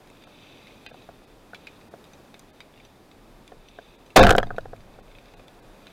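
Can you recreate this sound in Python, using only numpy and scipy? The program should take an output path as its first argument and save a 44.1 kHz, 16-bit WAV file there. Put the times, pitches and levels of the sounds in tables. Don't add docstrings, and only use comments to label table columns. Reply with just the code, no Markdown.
import sys
import numpy as np
from scipy import signal
from scipy.fft import rfft, irfft
from scipy.io import wavfile
from scipy.ndimage import uniform_filter1d

SR = 44100
rng = np.random.default_rng(int(sys.argv[2]) if len(sys.argv) > 2 else 0)


def attenuation_scalar(level_db):
    decades = np.asarray(level_db, float) / 20
    return 10 ** decades


def dump(signal):
    limited = np.clip(np.atleast_2d(signal).T, -1, 1)
    pcm = np.round(limited * 32767).astype(np.int16)
    wavfile.write(sys.argv[1], SR, pcm)


N = 261072


def curve(rows):
    times, values = np.transpose(rows)
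    return np.interp(np.arange(N) / SR, times, values)


def unit(x):
    return x / np.sqrt(np.mean(x ** 2))


def band(x, lo_hz, hi_hz, order=2):
    return signal.sosfilt(signal.butter(order, [lo_hz, hi_hz], "band", fs=SR, output="sos"), x)


def walk(rate):
    hold = int(SR / rate)
    steps = np.repeat(rng.standard_normal(N // hold + 1), hold)
    return 1.3 * uniform_filter1d(uniform_filter1d(steps, hold), hold)[:N]


def swells(rows, rest_db):
    t = np.arange(N) / SR
    return attenuation_scalar(rest_db) + sum(attenuation_scalar(db) * np.exp(-((t - s) / half) ** 2) for s, half, db in rows)


def kick(peak_db, hold_s, fade_db_per_s):
    age = np.arange(N) / SR - 4.16
    rise = np.clip(age / 0.0067, 0, 1)
    return rise * attenuation_scalar(peak_db - fade_db_per_s * np.maximum(age - hold_s, 0))


def grit(rate, scatter_db):
    hit = rng.random(N) < rate / SR
    size = np.minimum(rng.exponential(size=N), 3)
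    return unit(hit * attenuation_scalar(scatter_db * size) * rng.standard_normal(N))


def ring(x, modes):
    out = 0
    for hz, db, t60 in modes:
        pole = np.exp((2j * np.pi * hz - np.log(1000) / t60) / SR)
        out = out + attenuation_scalar(db) * signal.lfilter([1], [1, -pole], x + 1e-18).imag
    return out


def struck(modes, push, detune, lean_db=0):
    age = np.arange(3000) / SR
    out = 0
    for (hz, db, t60), off in zip(modes, detune):
        octaves_up = np.log2(hz / modes[0][0])
        tone = np.sin(2 * np.pi * hz * (1 + off) * age) * np.exp(-np.log(1000) * age / t60)
        out = out + attenuation_scalar(db + lean_db * octaves_up) * tone
    out = np.convolve(out, push)[:len(age)]
    return out / np.abs(out).max()


def snap(noise, lo_hz, hi_hz, fade_ms):
    fade = np.exp(-np.arange(len(noise)) / SR / (fade_ms / 1000))
    out = band(noise * fade, lo_hz, hi_hz, order=1)
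    return out / np.abs(out).max()


def add(out, s, sound):
    i = int(s * SR)
    out[i:i + len(sound)] += sound[:N - i]


# f/Hz, level/dB per Hz
WATER_SPECTRUM = [(35, -33), (60, -5), (160, -1), (274, 0.5), (398, -2), (566, -3.5), (621, -4),
                  (1780, -16), (3270, -22), (3580, -17), (5090, -26), (14900, -31.5), (16000, -39)]


def water():
    out, swell = 0, walk(3.34)
    hzs, dbs = np.transpose(WATER_SPECTRUM)
    for hz in 70 * 2 ** np.arange(0, 8, .5):
        db = np.interp(np.log(hz), np.log(hzs), dbs) + 10 * np.log10(hz)
        db = db + 0.9 * swell + 0.2 * walk(12)
        out = out + attenuation_scalar(db) * unit(band(rng.standard_normal(N), hz * 2 ** -.25, hz * 2 ** .25))
    return attenuation_scalar(-53) * unit(out)


# f/Hz, level/dB, t60/s
SHELL_HIGH = [(2257, -5, 0.024), (2497, -4.5, 0.049), (2628, -7.5, 0.05), (3116, 0, 0.0091),
              (3585, 2, 0.02), (3884, -7, 0.038), (4707, -13, 0.049), (6010, -13, 0.023)]
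# centre t/s, half width/s, level/dB
FIZZ = [
    (.45, 0.28, -52.5),
    (.93, 0.14, -60.5),
    (1.65, .12, -66.5),
    (2.8, 0.079, -69),
    (3.68, 0.28, -69),
    (5.25, 0.19, -67),
    (5.9, 0.15, -70),
]


def fizz():
    modes = sum(ring(grit(1800, scatter_db=2.0), [(hz, db, .6 * t60)]) for hz, db, t60 in SHELL_HIGH)
    flicker = attenuation_scalar(-4.5 + 1.8 * walk(8.2))
    return swells(FIZZ, rest_db=-64) * flicker * unit(modes)


# centre t/s, half width/s, level/dB
SURGES = [
    (1.4, .15, -65),
    (3.5, 0.26, -58),
    (4.75, 0.33, -51),
    (5.6, .4, -59.5),
]


def motion():
    sway = unit(band(rng.standard_normal(N), 18, 38, order=3))
    sway_gain = swells(SURGES, rest_db=-63) + kick(-25.5, -0.0039, 126)
    barrel = [(115.6, 1, 0.1), (144, -15, 0.17), (208.4, -8.5, 0.16), (250, -4, 0.025)]  # Hz, dB, t60 s
    hum = unit(ring(rng.standard_normal(N), barrel))
    hum_gain = attenuation_scalar(-65) + kick(-14, 0.1087, 166) + kick(-30, 0, 43.5)
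    return sway_gain * sway + attenuation_scalar(-1) * hum_gain * hum


def scrapes(rows):
    out, ms = np.zeros(N), np.arange(1500) / SR * 1000
    for s, db, lean_db, snap_db, scrape_ms in rows:
        noise = rng.standard_normal(3000)
        push = noise[:1500] * (np.exp(-ms / scrape_ms) + attenuation_scalar(-11.5) * np.exp(-ms / 11))
        modes = [(hz, g + 3 * rng.standard_normal(), .7 * t60) for hz, g, t60 in SHELL_HIGH]
        body = struck(modes, push, 0.03 * rng.standard_normal(8), lean_db)
        wide = snap(noise, 2400, 4100, fade_ms=0.69 * scrape_ms)
        bare = snap(noise, 6000, 7700, fade_ms=1.14 * scrape_ms)
        add(out, s, attenuation_scalar(db) * (body + attenuation_scalar(-16.5) * wide + attenuation_scalar(snap_db + 6.5) * bare))
    return out


# t/s, peak level/dB, lean to the upper modes/dB per octave, bare snap level/dB
TICKS = [(0.0729, -42.5, 4, -14.5), (0.1005, -44, -4, -11), (0.224, -44.5, 11, -30),
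         (0.2378, -41.5, 7, -24), (0.709, -45, -19, -28), (0.67, -39.5, -16, -29), (0.8641, -23.5, -1, -40),
         (1.022, -44.5, 2, -26), (1.5465, -29.5, -4, -32), (1.6701, -31, -12, -33), (1.812, -43, -9, -28),
         (2.0414, -41.5, 11, -13), (2.052, -47, 5, -20), (2.134, -42, 13, -27), (2.3428, -31.5, -12, -25),
         (2.394, -41, 20, -3), (2.6044, -31, -7, -33), (2.7396, -44, -5, -25), (2.8001, -40, -15, -27),
         (2.85, -43, 12, -18), (3.1143, -43.5, 4, -17), (3.478, -38, 3, -6), (3.686, -38.5, 10, -20),
         (4.0617, -47, 11, -17), (4.104, -41, -3, -19), (5.4817, -39.5, -3, -15), (5.8693, -36, 2, -31),
         (5.875, -44, -10, -31), (2.76, -48, -6, -30), (2.775, -45, -10, -30)]


def ticks():
    return scrapes([(*row, 0.91) for row in TICKS])


# t/s, peak level/dB
CRACKLE = [
    (4.9394, -51),
    (5.0799, -51),
    (5.1148, -47),
    (5.1502, -44),
    (5.1855, -41.5),
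    (5.257, -45.5),
    (5.284, -48),
    (5.3376, -43),
    (5.3951, -44),
]


def crackle():
    return scrapes([(s, db + 1.5, -7, -32, 0.91) for s, db in CRACKLE])


# t/s, peak level/dB, bare snap level/dB
RATTLE = [(4.158, -26, -20), (4.2302, -8, -16), (4.268, -25, -23), (4.291, -29, -8), (4.306, -16.5, -1.5),
          (4.33, -40, -1), (4.3638, -38, 2.5), (4.398, -46, -17), (4.429, -30, -33), (4.469, -42, -25),
          (4.564, -40, -17), (4.6076, -44, -24), (4.7623, -44.5, -17.5), (4.806, -47.5, -24.5)]


def rattle():
    return scrapes([(s, db, 2.5, snap_db, 1.7) for s, db, snap_db in RATTLE])


# f/Hz, level/dB, t60/s
SHELL_LOW = [(216, -10, 0.027), (312, -9.5, 0.022), (452, 0, 0.024), (532, -2, 0.034), (697.3, 2.5, 0.029),
             (860, -11.5, 0.016), (1010, -2, 0.013)]
SHELL_MID = [(1389, 0, 0.03), (1508, 6.5, 0.018), (1605, -4.5, 0.031), (1850, -18, 0.0084)]


def knocks(rows):
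    out = np.zeros(N)
    rise = 1 - np.exp(-(np.arange(3000) / SR / 0.0013) ** 2)
    for s, db, mid_db, crack_db, soft_ms in rows:
        push = np.hanning(int(soft_ms * SR / 1000) + 3)[1:-1]
        low = struck(SHELL_LOW, push, 0.051 * rng.standard_normal(7))
        mid = struck(SHELL_MID, push, 0.062 * rng.standard_normal(4))
        crack = snap(rng.standard_normal(3000), 2600, 3500, fade_ms=2.06)
        add(out, s, attenuation_scalar(db + 5.5) * rise * (low + attenuation_scalar(mid_db + 7) * mid + attenuation_scalar(crack_db + 1.5) * crack))
    return out


# t/s, peak level/dB, mid modes level/dB, softness of contact/ms
NUDGES = [(0.869, -52, 6, 0.46), (0.913, -33, -13, 0.29), (0.943, -30, -25, 0.62), (1.089, -25, -23, 0.23),
          (5.868, -47.5, 2, .2), (5.34, -35, -29, 0.35), (0.27, -36, -14, 0.26), (1.217, -39, -23, 0.3),
          (1.533, -29, -7.5, 0.22), (1.938, -24.5, -21.5, 0.76), (3.519, -27, -20.5, 0.42),
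          (3.787, -23, -18.5, 0.33), (4.986, -32, -21, 0.22), (5.396, -34, -25, 0.85)]


def nudges():
    return knocks([(s, db, mid_db, -30.5, soft_ms) for s, db, mid_db, soft_ms in NUDGES])


# t/s, peak level/dB, mid modes level/dB, crack level/dB
SLAPS = [(4.235, -1.5, -7, -6.5), (4.245, 2, -25, -17.5), (4.267, -5.5, -4, -8.5), (4.271, 1.5, -21, -20),
         (4.281, -14, -3, -13), (4.292, -9, 2, 1), (4.306, -5.5, -5, -8), (4.31, 4, -16.5, -18),
         (4.323, -23, 0, -1), (4.332, -7, -20, -33), (4.35, -0.5, -16.5, -26.5), (4.381, 4.5, -18.5, -16.5),
         (4.386, -6, -19.5, -20), (4.399, -13, -12, -24), (4.429, -12, -11.5, -45), (4.468, -27, -36, -28),
         (4.505, -16.5, -9.5, -31), (4.545, -30, -29, -28), (4.582, -12, -14, -26.5),
         (4.655, -25, -18, -36), (4.732, -21, -20.5, -41)]


def slaps():
    return knocks([(*row, 0.35) for row in SLAPS])


# t/s, f/Hz, level/dB, t60/s
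RECOIL = [
    (4.171, 13.1, -6, 0.81),
    (4.201, 46.6, -6.5, 0.31),
]


def recoil():
    out = 0
    for s, hz, db, t60 in RECOIL:
        age = np.maximum(np.arange(N) / SR - s, 0)
        fade = np.exp(-np.log(1000) * age / t60) * np.minimum(age / 0.024, 1)
        out = out + attenuation_scalar(db) * np.sin(2 * np.pi * hz * age) * fade
    return out


# t/s, blow level at the input/dB
RELEASE = [
    (4.16, -32),
    (4.1625, 20.5),
    (4.178, -0.5),
    (4.22, -7),
    (4.228, -9),
    (4.245, -16),
    (4.29, -20.5),
    (4.35, -39),
    (4.6, -62.5),
]


def release():
    t = np.arange(N) / SR
    blow_db = np.where(t < RELEASE[0][0], -120, curve(RELEASE))
    treble_db = np.where(t < 4.223, -14.5, -23.5)
    blows = grit(2500, scatter_db=3.5)
    thinned = band(blows, 624, 6000, order=1)
    low = unit(ring(thinned, SHELL_LOW)) + attenuation_scalar(-9.5) * unit(ring(blows, SHELL_MID))
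    high = unit(ring(blows, SHELL_HIGH)) + attenuation_scalar(-40) * unit(band(blows, 1700, 8400))
    return attenuation_scalar(blow_db) * (low + attenuation_scalar(treble_db) * high)


def scene():
    background = water() + fizz() + motion()
    contacts = ticks() + crackle() + rattle() + nudges() + slaps()
    return (background + contacts + recoil() + release())[None]


# t/s, level/dB
CEILING = [
    (4.192, -6),
    (4.203, -3),
    (4.222, -3),
    (4.23, -6),
]


def overload(dry):
    top = attenuation_scalar(curve(CEILING))
    drive = dry / top
    squared = top * drive / (1 + drive ** 8) ** (1 / 8)
    return signal.sosfilt(signal.butter(1, 6, "high", fs=SR, output="sos"), squared)


# t/s, kept below f/Hz, loss level/dB
DROPOUTS = [(.258, 5000, -12), (0.876, 4950, -31), (.92, 4320, -13), (1.262, 5500, -10), (1.9, 4200, -12),
            (2.52, 4500, -15), (3.974, 4000, -10), (4.213, 4100, -4), (4.216, 6900, -40),
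            (5.016, 4300, -11), (5.357, 4200, -13), (5.463, 5000, -4), (5.613, 4830, -11)]


def dropouts(x):
    out = x.copy()
    for s, hz, db in DROPOUTS:
        near = np.arange(int((s - .04) * SR), int((s + .04) * SR))
        fade = np.exp(-((near / SR - s) / .012) ** 4 / 2)
        spec = rfft(out[0, near] * fade)
        f = np.arange(len(near) // 2 + 1) * SR / len(near)
        size = uniform_filter1d(np.abs(spec), size=5)
        size = size / uniform_filter1d(size, size=60)
        weak = (f > 900) & (size < np.quantile(size, .75))
        out[0, near] -= (1 - attenuation_scalar(db)) * fade * irfft(spec * (weak | (f > hz)), len(near))
    return out


def top_cut(x):
    return signal.sosfilt(signal.butter(12, 16980, fs=SR, output="sos"), x)


def record(dry):
    heard = dropouts(overload(dry))
    mix = signal.sosfilt(signal.ellip(8, .2, 60, 16000, fs=SR, output="sos"), heard)
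    return top_cut(mix)


dry = scene()
out = record(dry)
dump(out)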